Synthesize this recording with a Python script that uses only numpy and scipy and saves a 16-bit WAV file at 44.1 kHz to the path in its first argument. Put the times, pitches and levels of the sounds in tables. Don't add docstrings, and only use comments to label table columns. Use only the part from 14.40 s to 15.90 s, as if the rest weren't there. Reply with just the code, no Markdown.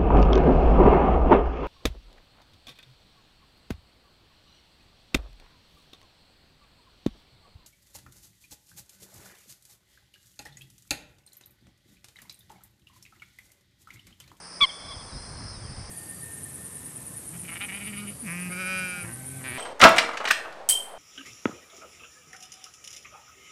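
import sys
import numpy as np
from scipy import signal
from scipy.io import wavfile
from scipy.ndimage import uniform_filter1d

SR = 44100
rng = np.random.default_rng(int(sys.argv[2]) if len(sys.argv) > 2 else 0)


def to_wav(sig):
    pcm = np.clip(np.atleast_2d(sig), -1, 1) * 32767
    pcm = np.round(pcm).astype(np.int16)
    wavfile.write(sys.argv[1], SR, pcm.T)


def decibels_to_gain(level_db):
    exponent = np.asarray(level_db, float) / 20
    return 10 ** exponent


N = 66150


def level(x, db):
    return x * decibels_to_gain(db) / np.sqrt(np.mean(x ** 2))


def band(x, hz, width_hz):
    return signal.lfilter(*signal.iirpeak(hz, hz / width_hz, fs=SR), x)


def walk(rate):
    hold = int(SR / rate)
    held = rng.standard_normal(3000)[np.arange(N) // hold]
    slewed = uniform_filter1d(uniform_filter1d(held, hold), hold)
    return level(slewed, 0)


def gate(t, start, length, edge):
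    ramp = np.clip(np.minimum(t - start, start + length - t) / edge, 0, 1)
    return np.sin(np.pi / 2 * ramp) ** 2


def late(x, delay):
    return np.interp(np.arange(N) - delay * SR, np.arange(N), x, left=0)


def blur(x, length):
    age = np.arange(SR // 4) / SR
    burst = rng.standard_normal(len(age)) * np.exp(-age / length)
    return signal.fftconvolve(x, burst / np.sqrt(np.sum(burst ** 2)))[:N]


# frequency in Hz, density in dB per Hz.
AIR_COLOUR = [(60, -6.5), (250, 1.5), (800, 5), (1800, 0), (2800, -13), (3900, -9), (7000, -62),
              (10000, -21)]


def air():
    table_hz, table_db = np.array(AIR_COLOUR).T
    out = 0
    for hz in 25 * 2 ** np.arange(0, 8.8, 1 / 3):
        noise = band(band(rng.standard_normal(N), hz, hz / 3), hz, hz / 2)
        flicker_db = 1.5 * walk(8.95)
        out = out + decibels_to_gain(np.interp(np.log(hz), np.log(table_hz), table_db) + flicker_db) * noise
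    return level(out, -48.5)


def hum(t):
    hum_hz, hum_db, fade_s = 175, -58.5, .5
    line = np.sin(2 * np.pi * np.cumsum(hum_hz * (1 + 0.0031 * walk(6.6))) / SR)
    return decibels_to_gain(hum_db + 0.77 * walk(16)) * np.sqrt(2) * line / (1 + (t / fade_s) ** 4)


# time in seconds, level in dB.
GUSTS = [(0.4, -52), (0.482, -46), (0.522, -55.5), (0.546, -43), (0.712, -52.5), (0.76, -35), (0.788, -47),
         (1.042, -39), (1.082, -46), (1.178, -41.5), (1.202, -44.5), (1.248, -35.5), (1.272, -56),
         (1.312, -35), (1.364, -47), (1.394, -32.5), (1.454, -50), (1.5, -39.5)]


def rumble(hz, width_hz):
    wide = band(rng.standard_normal(N), hz, width_hz)
    return band(band(wide, hz, 1.53 * width_hz), hz, 3 * width_hz)


def wind(t):
    calm_db = -63.5
    gust_db = np.interp(t, *np.array(GUSTS).T, left=calm_db)
    flutter_db = walk(24.76)
    low = level(rumble(85, 81) * decibels_to_gain(flutter_db), -1)
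    top = level(rumble(205, 170) * decibels_to_gain(1.7 * flutter_db), -10)
    push = decibels_to_gain(uniform_filter1d(gust_db, SR // 8)) * level(rumble(42, 45), -5)
    return decibels_to_gain(gust_db) * (low + top) + push


# centre in Hz, width in Hz, level in dB, throbs per second, throb depth in dB.
CHORUSES = [
    (4804, 620, -53.5, 53, -0.5),
    (5106, 350, -49, 24, 2.5),
    (5415, 410, -57, 50, -2),
    (6030, 580, -59, 76, 1),
    (9093, 1520, -51, 80, 0),
    (9130, 450, -58, 35, -1),
]


def insects():
    out = 0
    for hz, width_hz, db, rate, throb_db in CHORUSES:
        clicks = rng.standard_normal(N) * decibels_to_gain(2 * rng.exponential(size=N))
        ring = band(band(band(clicks, hz, width_hz), hz, 2 * width_hz), hz, 2 * width_hz)
        swell_db = 0.8 * walk(8.65)
        out = out + level(ring * decibels_to_gain(throb_db * walk(rate) + swell_db), db)
    return out


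# start in seconds, length in seconds, first pitch in Hz, last pitch in Hz, level in dB.
WHISTLES = [
    (.39, .16, 4250, 3850, -59.5),
    (.65, .135, 4520, 3570, -57.5),
    (.72, .42, 4020, 4225, -57.5),
    (1.085, .215, 4560, 2980, -57),
]
WHISTLE_GLIDES = [0.45, 0.18, 0.065, 0.22]


def whistles(t):
    grain_per_s, grain_share, fall_db_per_khz, edge_s = 220, .55, 5, .03
    out = 0
    for (start, length, first_hz, last_hz, db), glide in zip(WHISTLES, WHISTLE_GLIDES):
        age = np.clip(t - start, 0, length)
        ease = (1 - np.exp(-age / glide)) / (1 - np.exp(-length / glide))
        hz = first_hz + (last_hz - first_hz) * ease
        husk = 1 + grain_share * (walk(grain_per_s) + 1j * walk(grain_per_s))
        size = decibels_to_gain(db + fall_db_per_khz * (hz - first_hz) / 1000) * gate(t, start, length, edge_s)
        out = out + size * np.real(husk * np.exp(2j * np.pi * np.cumsum(hz) / SR))
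    return out + decibels_to_gain(-9) * blur(out, .02)


# delay in seconds, level in dB.
NEAR = [
    (.0066, -22),
    (.0125, -17),
]
# delay in seconds, level in dB, treble loss in dB per partial, blur in seconds.
ECHOES = [
    (.056, -24.5, -1.5, 0.0028),
    (.064, -36, -4, 0.0073),
    (0.081, -35, -2, 0.012),
    (.120, -33, -6, 0.0058),
    (.165, -37, 1, .02),
    (.225, -37.5, 3.5, .02),
    (.276, -28, 2.5, 0.0057),
    (.305, -32.5, -0.5, .015),
    (.372, -33, 1.5, 0.0013),
    (.455, -47.5, 8.5, 0.03),
]


def marsh(t, partials):
    near_ends_s, near_edge_s = .2575, .0018
    mirror_share = .7
    tail_from_s, tail_t60_s, tail_db, tail_low_hz = .056, 1.6, -26, 1600
    call = partials.sum(axis=0)
    near = sum(decibels_to_gain(db) * late(call, delay) for delay, db in NEAR)
    out = call + gate(t, 0, near_ends_s, near_edge_s) * near
    steps = 3 - np.array(PARTIALS)[:, :1]
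    for delay, db, loss_db, smear in ECHOES:
        toned = (decibels_to_gain(loss_db * steps) * partials).sum(axis=0)
        echo = mirror_share * toned + np.sqrt(1 - mirror_share ** 2) * blur(toned, smear)
        out = out + decibels_to_gain(db) * late(echo, delay)
    tail = rng.standard_normal(N) * decibels_to_gain(-60 * t / tail_t60_s + 2 * walk(40)) * (t > tail_from_s)
    thin = signal.sosfilt(signal.butter(1, tail_low_hz, "high", fs=SR, output="sos"), call)
    return out + decibels_to_gain(tail_db) * signal.fftconvolve(thin, tail)[:N] / np.sqrt(SR / 20)


# time in seconds, pitch in Hz, level in dB.
YELP = [
    (.2104, 1118, -16),
    (.2135, 1128, -14),
    (.218, 1148, -13),
    (.228, 1151, -12.5),
    (.233, 1128, -13),
    (.238, 1097, -13),
    (.2485, 1052, -17),
    (.2505, 1048, -25),
    (.2565, 1030, -28),
]
# multiple of the pitch, level in dB.
PARTIALS = [(1, -7.5), (2, -8), (3, 0), (4, -22), (5, -38), (6, -46), (7, -46), (8, -36)]


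def moorhen(t):
    edge_s, jitter, breath_db, throat_lag_rad = .0018, .003, -27, .4
    grace_s, grace_len_s, grace_db, grace_tilt_db = .2038, .0078, -27, -16
    grace_hz, grace_rise_hz_s, grace_opens_s = 1130, 20000, .0011
    beak_hz, beak_width_hz = 4280, 130
    s, hz, db = np.array(YELP).T
    pitch = np.interp(t, s, hz)
    phase = 2 * np.pi * np.cumsum(pitch * (1 + jitter * walk(300))) / SR
    size = decibels_to_gain(np.interp(t, s, db)) * gate(t, s[0], s[-1] - s[0], edge_s)
    age = t - grace_s
    grace_phase = 2 * np.pi * (grace_hz * age + grace_rise_hz_s * age ** 2 / 2)
    rows = []
    for k, db_k in PARTIALS:
        breath = decibels_to_gain(breath_db) * level(band(rng.standard_normal(N), k * hz[0], 900), 0)
        beak_db = 6 * np.exp(-((k * pitch - beak_hz) / beak_width_hz) ** 2)
        shimmer_db = (.6 if k <= 3 else 3.5) * walk(253.2)
        tone = decibels_to_gain(db_k + beak_db + shimmer_db) * np.cos(k * phase - throat_lag_rad * (k - 1) ** 2)
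        lead = decibels_to_gain(grace_tilt_db * max(k - 3, 0)) * np.sin(k * grace_phase + k * k)
        opens = grace_opens_s * min(k - 1, 2)
        grace_len = grace_len_s - opens
        grace = decibels_to_gain(grace_db) * gate(age, opens, grace_len, grace_len / 2)
        rows.append(size * (tone + breath * decibels_to_gain(db_k / 2)) + grace * lead)
    return np.array(rows)


def scene():
    t = np.arange(N) / SR
    beds = air() + hum(t) + wind(t) + insects()
    return (beds + whistles(t) + marsh(t, moorhen(t)))[None]


def low_pass(x):
    return signal.sosfilt(signal.butter(12, 11120, fs=SR, output="sos"), x)


# time in seconds, level in dB, fall in seconds.
THUMPS = [
    (.2240, -24.5, .0011),
    (.2240, -40, .02),
    (.2345, -37, .0015),
    (.2365, -32, .0015),
]


def record(dry):
    ceiling, rise_s, top_hz = .8, .0002, 10004
    x = ceiling * np.tanh(dry / ceiling)
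    for s, db, fall in THUMPS:
        age = np.maximum(np.arange(N) / SR - s, 0)
        x = x + decibels_to_gain(db) * (np.exp(-age / fall) - np.exp(-age / rise_s))
    x = signal.sosfilt(signal.ellip(14, .5, 90, top_hz, fs=SR, output="sos"), x)
    return low_pass(x)


dry = scene()
out = record(dry)
to_wav(out)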